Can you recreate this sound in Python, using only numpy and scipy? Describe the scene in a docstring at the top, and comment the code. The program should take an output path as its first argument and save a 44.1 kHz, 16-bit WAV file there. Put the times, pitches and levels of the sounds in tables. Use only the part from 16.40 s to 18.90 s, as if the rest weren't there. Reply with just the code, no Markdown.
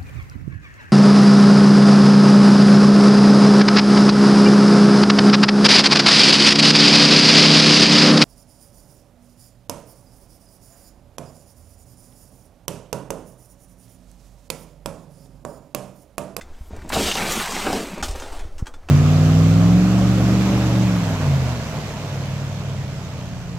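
"""Close to the microphone, a loaded plastic tote is shoved along an icy truck bed: it crunches, drums and stops.
Its friction is random grain impulses ringing the tote and its scrap; knocks, snaps and thuds are struck on top.
Then a bucket of copper tubing lands with a clatter of ringing modes and is nudged into place.
As that ends, loose tubes clink on and the microphone takes a soft bump, one pressure pulse.
Throughout, filtered noise makes the rumble of the bed on its springs and the quiet outdoor air."""
import sys
import numpy as np
from scipy import signal
from scipy.fft import rfft, irfft
from scipy.io import wavfile
from scipy.ndimage import uniform_filter1d

SR = 44100
rng = np.random.default_rng(int(sys.argv[2]) if len(sys.argv) > 2 else 0)


def file_out(sig):
    """Save sig as 16-bit WAV at sys.argv[1]."""
    # one column per channel
    cols = np.atleast_2d(sig).T
    # limit, then scale
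    lim = np.clip(cols, -1, 1)
    pcm = np.round(lim * 32767).astype(np.int16)
    wavfile.write(sys.argv[1], SR, pcm)


N = 110250

# Friction of tote and bucket on the bed: start_s, drumming_db, scrape_db, crunch_db, fizz_db
TOTE_FRICTION = [(0.031, -68, -72, -73, -82), (.15, -61.5, -59, -62.5, -72.5), (.295, -61, -78, -64.5, -63),
                 (.315, -45.5, -54, -59, -81), (.37, -44, -49.5, -57, -71), (.425, -51, -56, -58, -68),
                 (.478, -39.5, -55, -61, -75), (.495, -49, -48, -43, -62), (.518, -41, -37, -45, -49),
                 (0.537, -31.5, -26.5, -28.5, -41), (.556, -24.5, -32.5, -30, -39.5),
                 (.635, -26.5, -36, -26, -40), (.685, -30, -30.5, -25.5, -38.5), (.73, -36, -38, -30, -47),
                 (.775, -30, -28, -31, -40.5), (.85, -30.5, -31, -34.5, -41),
                 (.925, -31.5, -31.5, -26.5, -34.5), (.955, -31.5, -35.5, -30, -38.5),
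                 (1.019, -36.5, -27.5, -32.5, -36), (1.05, -41.5, -31.5, -34.5, -43),
                 (1.14, -34.5, -34, -33, -47), (1.235, -39.5, -33.5, -30.5, -44),
                 (1.275, -26, -28, -35.5, -46), (1.37, -29.5, -36, -34.5, -45.5),
                 (1.45, -33, -39, -42, -50.5), (1.62, -40, -44.5, -48.5, -63.5)]
BUCKET_FRICTION = [(1.632, -41, -46, -31.5, -54), (1.67, -43, -44, -40, -47), (1.737, -42, -50.5, -45, -69),
                   (1.755, -44.5, -44, -52.5, -56), (1.84, -43.5, -44, -42, -61),
                   (1.88, -47, -44, -49.5, -62), (1.94, -47, -46.5, -48, -59),
                   (2.005, -44.5, -44.5, -49.5, -64), (2.1, -52, -57, -61.5, -77),
                   (2.175, -55, -88, -67, -69)]
# Edges of those four friction bands: edge_hz
FRICTION_EDGES_HZ = [170, 700, 2500, 8500, 17000]
# Colour of the friction: frequency_hz, relative_level_db
TOTE_COLOUR = [(100, 15.5), (190, 8), (290, 4), (450, 2.5), (900, -5), (1250, -4.5), (2700, -13.5),
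               (4000, -15.5), (8200, -19), (9800, -23), (13000, -20), (16000, -30)]
BUCKET_COLOUR = [(100, -25), (200, -15), (330, 3.5), (550, 3), (900, -0.5), (1300, -2), (2700, -14),
                 (8000, -20.5), (11000, -17.5), (16000, -21)]
GRAINS_PER_S, GRAIN_SPREAD_DB, GRAIN_CAP = 6000, 2, 2.9  # the cap is in multiples of the spread
JUDDER_DB, JUDDER_S = 0.73, 0.0069
ECHO_CHANGE_S, BED_T60_S = 0.06, 0.028
# Shares of bed echo and ringing bodies, against the bare grains
BED_SHARE, TOTE_SHARE, SCRAP_SHARE, TUBES_SHARE = 0.47, 0.11, 0.089, 0.058

# Ring of the tote on the bed: pitch_hz, relative_level_db, t60_s
TOTE_MODES = [(200, 0.5, 0.15), (233.2, 1.5, 0.12), (289, -2, 0.14), (336.4, -1, 0.046), (393.7, -3, 0.16),
              (450, -6, 0.17), (612, -7.5, 0.13), (781, 1, 0.066), (945.5, -3.5, 0.17), (1082, -4.5, 0.072)]
# Higher ring of the tote and its load of scrap: pitch_hz, relative_level_db, t60_s
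SCRAP_MODES = [(1534, 4, .1), (2309, 6, 0.11), (2684, -9, 0.09), (2890, -13, .08), (3730, 8, 0.084),
               (5460, 2, .08)]
# Ring of the bundle of tubing: pitch_hz, relative_level_db, t60_s
TUBE_MODES = [(824, 7, 0.091), (1247, -8, 0.25), (1775, 0, 0.1), (3200, -4.5, 0.19), (3650, -13, 0.11),
              (5470, -4, 0.14), (6132, -4.5, 0.091), (7430, -9, 0.081), (9700, -10, 0.082)]

# Boom of the bed under the tote: frequency_hz, relative_level_db
BOOM_COLOUR = [(20, -12), (60, 1), (130, -8), (400, -53)]
BOOM_DB, BOOM_FADE_DB_PER_S = 2.5, 12.5  # level against the drumming, and its steady fade

# Knocks of tote or bucket on the bed: start_s, level_db, centre_hz
KNOCK_EVENTS = [(.306, -39.5, 261), (0.333, -37, 450), (0.369, -41.5, 500), (0.448, -33.5, 198),
                (0.529, -22.5, 600), (.563, -15.5, 500), (0.598, -17.5, 300), (.684, -30.5, 450),
                (0.7523, -22, 650), (.8, -26.5, 323), (.821, -24.5, 598), (0.972, -28.5, 450),
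                (1.165, -25, 560), (1.266, -17.5, 620), (1.302, -23, 790), (1.329, -16.5, 360),
                (1.365, -20, 403), (1.576, -29, 750), (1.682, -34, 700), (1.751, -32, 945),
                (1.836, -40, 900)]
# Colour of a knock before its centre is favoured: frequency_hz, relative_level_db
KNOCK_SPECTRUM = [(80, -26), (190, 4.5), (500, 12), (950, 11), (1500, 4.5), (4000, -16), (16000, -34)]
KNOCK_T60_S, KNOCK_RISE_S = 0.044, 0.0019
KNOCK_RING_SHARE, KNOCK_SLOPE_DB_PER_OCTAVE = 0.76, 6

# Sharp snaps of ice and scrap, and one last faint tick of tubing: start_s, level_db, centre_hz
CRACK_EVENTS = [(.308, -47, 1040), (.364, -44.5, 6000), (0.42, -41.5, 1440), (.492, -32, 7700),
                (.502, -25.5, 970), (.523, -22, 1890), (.53, -23.5, 3340), (0.542, -26, 6850),
                (.714, -18.5, 2860), (0.72, -19, 2920), (0.74, -28, 5650), (0.753, -20, 3670),
                (0.773, -21.5, 2720), (.805, -20.5, 1860), (0.822, -24, 2280), (0.861, -24, 1750),
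                (.921, -22, 7370), (1, -25, 1800), (1.022, -27, 4000), (1.122, -29.5, 6400),
                (1.165, -24, 2070), (1.268, -20.5, 1530), (1.329, -25.5, 5030), (2.432, -47.5, 1020)]
CRACK_T60_S, CRACK_SLOPE_DB_PER_OCTAVE = 0.046, 11
CRACK_TONE_SHARE, CRACK_TONE_T60_S = 0.85, 0.026

# Loose scrap in the moving tote, level against the scrape
RATTLES_PER_S, RATTLE_DB, RATTLE_SPREAD_DB = 60, 1.5, 3
RATTLE_LOW_HZ, RATTLE_HIGH_HZ = 805, 6500

# Copper tubes strike each other: start_s, low_db, middle_db, high_db, struck_tube_hz
CLINK_EVENTS = [(.01, -72, -38.5, -45.5, 2070), (1.6255, -31, -27, -28.5, 1255),
                (1.635, -33, -36, -31.5, 3030), (1.682, -37, -46, -37, 8100), (1.708, -49, -45, -40, 8380),
                (1.756, -53, -40, -42.5, 6130), (1.797, -55, -38.5, -39.5, 6750),
                (1.82, -35.5, -41.5, -45, 3170), (1.926, -39, -48, -46, 4840),
                (1.991, -48, -44.5, -46, 1780), (2.18, -56, -48, -46, 2770),
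                (2.191, -42.5, -49.5, -46.5, 885), (2.257, -55, -47, -52, 2710),
                (2.267, -39, -37, -42.5, 1490), (2.338, -48, -44.5, -50.5, 1384),
                (2.486, -34.5, -34, -44.5, 2620)]
# Edges of the low, middle and high clink bands: edge_hz
CLINK_BAND_EDGES_HZ = [250, 1200, 4000, 17000]
# Colour of the dense chatter: frequency_hz, relative_level_db
CHATTER_COLOUR = [(200, 9.5), (800, -8), (1400, 1), (2600, -2.5), (3800, -6.5), (5800, 0.5), (8000, 0.5),
                  (10000, -10), (13000, -14), (16000, -16)]
# Decay of the chatter in the low, middle and high bands: t60_s
CHATTER_T60_S = [0.2, 0.065, 0.11]
CLINK_RISE_S, CLINK_HOLD_S = 0.002, 0.0011
STRUCK_DB, STRUCK_T60_S = -4, 0.083  # the struck tube, against the level of its band
BUNDLE_SPREAD_DB, TUBE_RING_SHARE = 3, 0.6
TUBE_DETUNE, TUBE_SPREAD_DB = 0.14, 4  # detune is a fraction of the pitch
LANDING_S, LANDING_DB = 1.627, -27.5  # the bucket lands and the whole bundle rings

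# Dull thuds as weight shifts on the bed: start_s, level_db, pitch_hz
THUD_EVENTS = [(0.209, -23, 60), (0.33, -22.5, 75.4), (0.384, -28, 80), (0.423, -27, 63),
               (0.55, -18.5, 69.4), (.592, -22, 66), (1.625, -20.5, 47.3), (1.694, -16.5, 36),
               (2.014, -23.5, 28), (2.05, -25, 70)]
THUD_T60_CYCLES, THUD_RISE_S = 5.4, 0.0025

# Soft bump at the microphone; level before the high-pass
BUMP_S, BUMP_DB, BUMP_RISE_S, BUMP_FALL_S, BUMP_CUT_HZ = 2.224, -9, 0.00307, 0.00235, 7.5

# Low rumble of the bed: start_s, level_db
RUMBLE_CURVE = [(0, -40), (.3, -35.5), (.6, -37), (1, -41), (1.55, -39.5), (1.72, -24), (1.82, -31),
                (2.05, -31), (2.25, -36), (2.42, -39.5), (2.5, -33)]
# Colour of the rumble: frequency_hz, relative_level_db
RUMBLE_COLOUR = [(8, 0), (18, 16.5), (28, -14), (50, -7), (80, -6), (120, -31), (250, -42), (1000, -66)]
# Quiet outdoor air: start_s, level_db
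AIR_CURVE = [(0, -45), (.15, -50), (2.15, -49.5), (2.5, -49)]
# Colour of the air: frequency_hz, relative_level_db
AIR_COLOUR = [(30, 10), (120, -4.5), (250, -4), (800, -7.5), (1500, -14), (3000, -24.5), (6000, -24.5),
              (10000, -33.5), (16000, -39)]

# Colour of the faint smear of the mix that differs between channels: frequency_hz, gain_db
SMEAR_COLOUR = [(30, -39), (80, -9.5), (2500, -39), (5500, -9.5), (9000, -1.5)]
SMEAR_DB = -22  # on top of the smear's colour
CUT_HZ = 15900  # upper limit of tube partials and of the microphone signal


def slide(curve, grit, rings):
    """Plastic judders over ice grains, which ring container and load; bed echoes change as it moves."""
    size = amp(GRAIN_SPREAD_DB * np.minimum(rng.exponential(1, N), GRAIN_CAP))
    size *= rng.choice([-1, 1], N)
    judder = unit(uniform_filter1d(rng.standard_normal(N), max(int(JUDDER_S * SR), 2)))
    struck = rng.random(N) < GRAINS_PER_S / SR
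    grains = size * struck * amp(JUDDER_DB * judder)
    t = seconds(size=8192)
    banks = []
    for share, table in rings:
        bank = [amp(db - 60 * t / t60) * np.exp(2j * np.pi * hz * t) for hz, db, t60 in table]
        banks.append((share, np.array(bank)))
    fade = amp(-60 * t / BED_T60_S)
    rubbed = grains.copy()
    step = round(ECHO_CHANGE_S * SR)
    for start in range(0, N, step):
        # each stretch of the slide has new bed echoes and new mode phases
        response = BED_SHARE * unit(rng.standard_normal(len(t)) * fade)
        for share, bank in banks:
            phases = np.exp(2j * np.pi * rng.random((len(bank), 1)))
            response += share * unit((bank * phases).sum(0).imag)
        echoed = signal.fftconvolve(grains[start:start + step], response / np.sqrt(len(t)))
        add(rubbed, start / SR, echoed)
    rubbed = colour(rubbed, grit)
    t = seconds(N)
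    moving = uniform_filter1d(1. * ((t > curve[0][0]) & (t < curve[-1][0])), size=200)
    friction = np.zeros(N)
    for column, (lo, hi) in enumerate(zip(FRICTION_EDGES_HZ, FRICTION_EDGES_HZ[1:]), 1):
        friction += unit(band(rubbed, lo, hi)) * level(curve, column)
    return moving * friction


def boom():
    """The bed resounds below the drumming of the tote and fades as it moves away."""
    t = seconds(N)
    moving = uniform_filter1d(1. * (t < TOTE_FRICTION[-1][0]), size=2000)
    gain = amp(BOOM_DB - BOOM_FADE_DB_PER_S * t) * moving * level(TOTE_FRICTION)
    return gain * unit(colour(rng.standard_normal(N), BOOM_COLOUR))


def knock(db, hz):
    """A dull blow on hollow plastic; the place of contact decides which modes speak."""
    t = seconds(size=16384)
    noise = colour(rng.standard_normal(len(t)), KNOCK_SPECTRUM)
    blow = unit(around(noise, hz, KNOCK_SLOPE_DB_PER_OCTAVE)) * amp(-60 * t / KNOCK_T60_S)
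    modes = []
    for mode_hz, mode_db, t60 in TOTE_MODES:
        octaves = abs(np.log2(mode_hz / hz))
        modes.append((mode_hz, mode_db - KNOCK_SLOPE_DB_PER_OCTAVE * octaves, t60))
    rise = np.minimum(t / KNOCK_RISE_S, 1)
    return amp(db) * rise * (blow + KNOCK_RING_SHARE * ring(modes))


def crack(db, hz):
    """A short snap of ice or scrap, or a tick of tubing: noise around one pitch, with a brief ring."""
    t = seconds(size=4096)
    noise = around(rng.standard_normal(len(t)), hz, CRACK_SLOPE_DB_PER_OCTAVE)
    snap = unit(noise) * amp(-60 * t / CRACK_T60_S)
    tone = np.sqrt(2) * np.sin(2 * np.pi * hz * t) * amp(-60 * t / CRACK_TONE_T60_S)
    return amp(db) * (snap + CRACK_TONE_SHARE * tone) / np.hypot(1, CRACK_TONE_SHARE)


def rattle():
    """Small pieces of scrap tick against each other while the tote moves, each at its own pitch."""
    out = np.zeros(N)
    scrape = level(TOTE_FRICTION, column=2)
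    start, stop = TOTE_FRICTION[0][0], TOTE_FRICTION[-1][0]
    count = int(RATTLES_PER_S * (stop - start))
    for when, pitch, force in rng.random((count, 3)):
        s = start + when * (stop - start)
        hz = RATTLE_LOW_HZ * (RATTLE_HIGH_HZ / RATTLE_LOW_HZ) ** pitch
        db = RATTLE_DB + RATTLE_SPREAD_DB * (2 * force - 1)
        add(out, s, scrape[int(s * SR)] * crack(db, hz))
    return out


def clink(levels_db, hz):
    """Bundled tubes chatter briefly; the struck tube and a few neighbours stand out of the damped ring."""
    t = seconds(size=16384)
    chatter = colour(bundle(t), CHATTER_COLOUR)
    tubes = other_tubes()
    out = np.zeros(len(t))
    edges = CLINK_BAND_EDGES_HZ
    for db, t60, lo, hi in zip(levels_db, CHATTER_T60_S, edges, edges[1:]):
        dense = unit(band(chatter, lo, hi)) * amp(-60 * np.maximum(t - CLINK_HOLD_S, 0) / t60)
        modes = unit(band(tubes, lo, hi)) * dense.std()
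        out += amp(db) * (dense + TUBE_RING_SHARE * modes) / np.hypot(1, TUBE_RING_SHARE)
        if lo <= hz < hi:
            out += amp(db + STRUCK_DB) * ring([(hz, 0, STRUCK_T60_S)])
    return out * np.minimum(t / CLINK_RISE_S, 1)


def bundle(t, count=240):
    """The many faint partials of a bundle of bent tubes; each blow wakes a different set."""
    hz = np.linspace(CLINK_BAND_EDGES_HZ[0], CUT_HZ, count)
    hz += rng.uniform(-1, 1, count) * CUT_HZ / count / 2
    strength = amp(BUNDLE_SPREAD_DB * rng.standard_normal(count))
    partials = np.zeros(len(t) // 2 + 1, complex)
    partials[(hz * len(t) / SR).astype(int)] = strength * np.exp(2j * np.pi * rng.random(count))
    return irfft(partials)


def other_tubes():
    """Tubes differ in length, so each clink has its own shifted modes, damped by the neighbours."""
    chance = 2 * rng.random((len(TUBE_MODES), 2)) - 1
    modes = []
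    for (hz, db, t60), (shift, strength) in zip(TUBE_MODES, chance):
        modes.append((hz * (1 + TUBE_DETUNE * shift), db + TUBE_SPREAD_DB * strength, t60 / 2))
    return ring(modes)


def landing():
    """The bucket lands on the bed and every mode of the bundle rings."""
    return amp(LANDING_DB) * ring(TUBE_MODES)


def thud(db, hz):
    """The bed dips and swings for a few cycles."""
    t = seconds(size=16384)
    swing = amp(db - 60 * t * hz / THUD_T60_CYCLES) * np.sin(2 * np.pi * hz * t)
    return -np.minimum(t / THUD_RISE_S, 1) * swing


def bump():
    """One soft pressure pulse at the microphone."""
    t = seconds(size=8192)
    push = np.minimum(t / BUMP_RISE_S, 1) * np.exp(-np.maximum(t - BUMP_RISE_S, 0) / BUMP_FALL_S)
    high_pass = signal.butter(2, BUMP_CUT_HZ, "high", fs=SR, output="sos")
    return -amp(BUMP_DB) * signal.sosfilt(high_pass, push)


def background():
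    """Rumble of the bed and quiet outdoor air, both as coloured noise."""
    rumble, air = rng.standard_normal((2, N))
    rumble = unit(colour(rumble, RUMBLE_COLOUR)) * level(RUMBLE_CURVE)
    air = unit(colour(air, AIR_COLOUR)) * level(AIR_CURVE)
    return rumble + air


def amp(db):
    """Decibels to gain."""
    return 10 ** (np.asarray(db) / 20)


def unit(x):
    """Scales to rms 1."""
    return x / np.sqrt(np.mean(x ** 2) + 1e-20)


def add(mix, s, sound):
    """Mixes a sound in at a time in seconds."""
    part = mix[max(round(s * SR), 0):][:len(sound)]
    part += sound[:len(part)]


def seconds(size):
    """Time axis."""
    return np.arange(size) / SR


def colour(x, points):
    """Filters by a spectrum of (frequency_hz, level_db) points, joined along log frequency."""
    hz, db = np.transpose(points)
    bins = np.fft.rfftfreq(len(x), 1 / SR) + 1
    return irfft(rfft(x) * amp(np.interp(np.log(bins), np.log(hz), db)), len(x))


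def around(x, hz, slope_db):
    """Favours one frequency, falling off on both sides by slope_db per octave."""
    octaves = abs(np.log2((np.fft.rfftfreq(len(x), 1 / SR) + 1) / hz))
    return irfft(rfft(x) * amp(-slope_db * octaves))


def band(x, lo, hi):
    """Band-pass."""
    return signal.sosfilt(signal.butter(4, [lo, hi], "band", fs=SR, output="sos"), x)


def level(points, column=1):
    """Gain curve from one decibel column of rows that begin with start_s."""
    rows = np.array(points)
    return amp(np.interp(seconds(N), rows[:, 0], rows[:, column]))


def ring(modes):
    """Dying sine modes at random phases, starting at about rms 1."""
    t = seconds(size=16384)
    out = np.zeros(len(t))
    for hz, db, t60 in modes:
        out += amp(db - 60 * t / t60) * np.sin(2 * np.pi * (hz * t + rng.random()))
    return out / np.sqrt(sum(amp(db) ** 2 for _, db, _ in modes) / 2)


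def through(x, response):
    """Convolves with a response scaled to energy 1."""
    return signal.fftconvolve(x, response / np.linalg.norm(response))[:N]


def scene():
    """All sources at the microphone; a faint filtered-noise smear of the mix differs between channels."""
    mix = slide(TOTE_FRICTION, TOTE_COLOUR, [(TOTE_SHARE, TOTE_MODES), (SCRAP_SHARE, SCRAP_MODES)])
    mix += boom() + rattle()
    mix += slide(BUCKET_FRICTION, BUCKET_COLOUR, [(TUBES_SHARE, TUBE_MODES)])
    mix += background()
    add(mix, LANDING_S, landing())
    for s, db, hz in KNOCK_EVENTS:
        add(mix, s, knock(db, hz))
    for s, db, hz in CRACK_EVENTS:
        add(mix, s, crack(db, hz))
    for s, *levels_db, hz in CLINK_EVENTS:
        add(mix, s, clink(levels_db, hz))
    for s, db, hz in THUD_EVENTS:
        add(mix, s, thud(db, hz))
    add(mix, BUMP_S, bump())
    # the mix through a short noise response, added to one channel and taken from the other
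    smear = amp(SMEAR_DB) * colour(through(mix, rng.standard_normal(size=700)), SMEAR_COLOUR)
    return np.array([mix + smear, mix - smear])


def record(dry):
    """A soft limiter on the peaks, then the band limit."""
    ceiling, knee = 0.33, 5
    limited = dry / (1 + abs(dry / ceiling) ** knee) ** (1 / knee)
    low_pass = signal.firwin(511, CUT_HZ, window=("kaiser", 9), fs=SR)
    return signal.oaconvolve(limited, low_pass[None], "same")


dry = scene()
out = record(dry)
file_out(out)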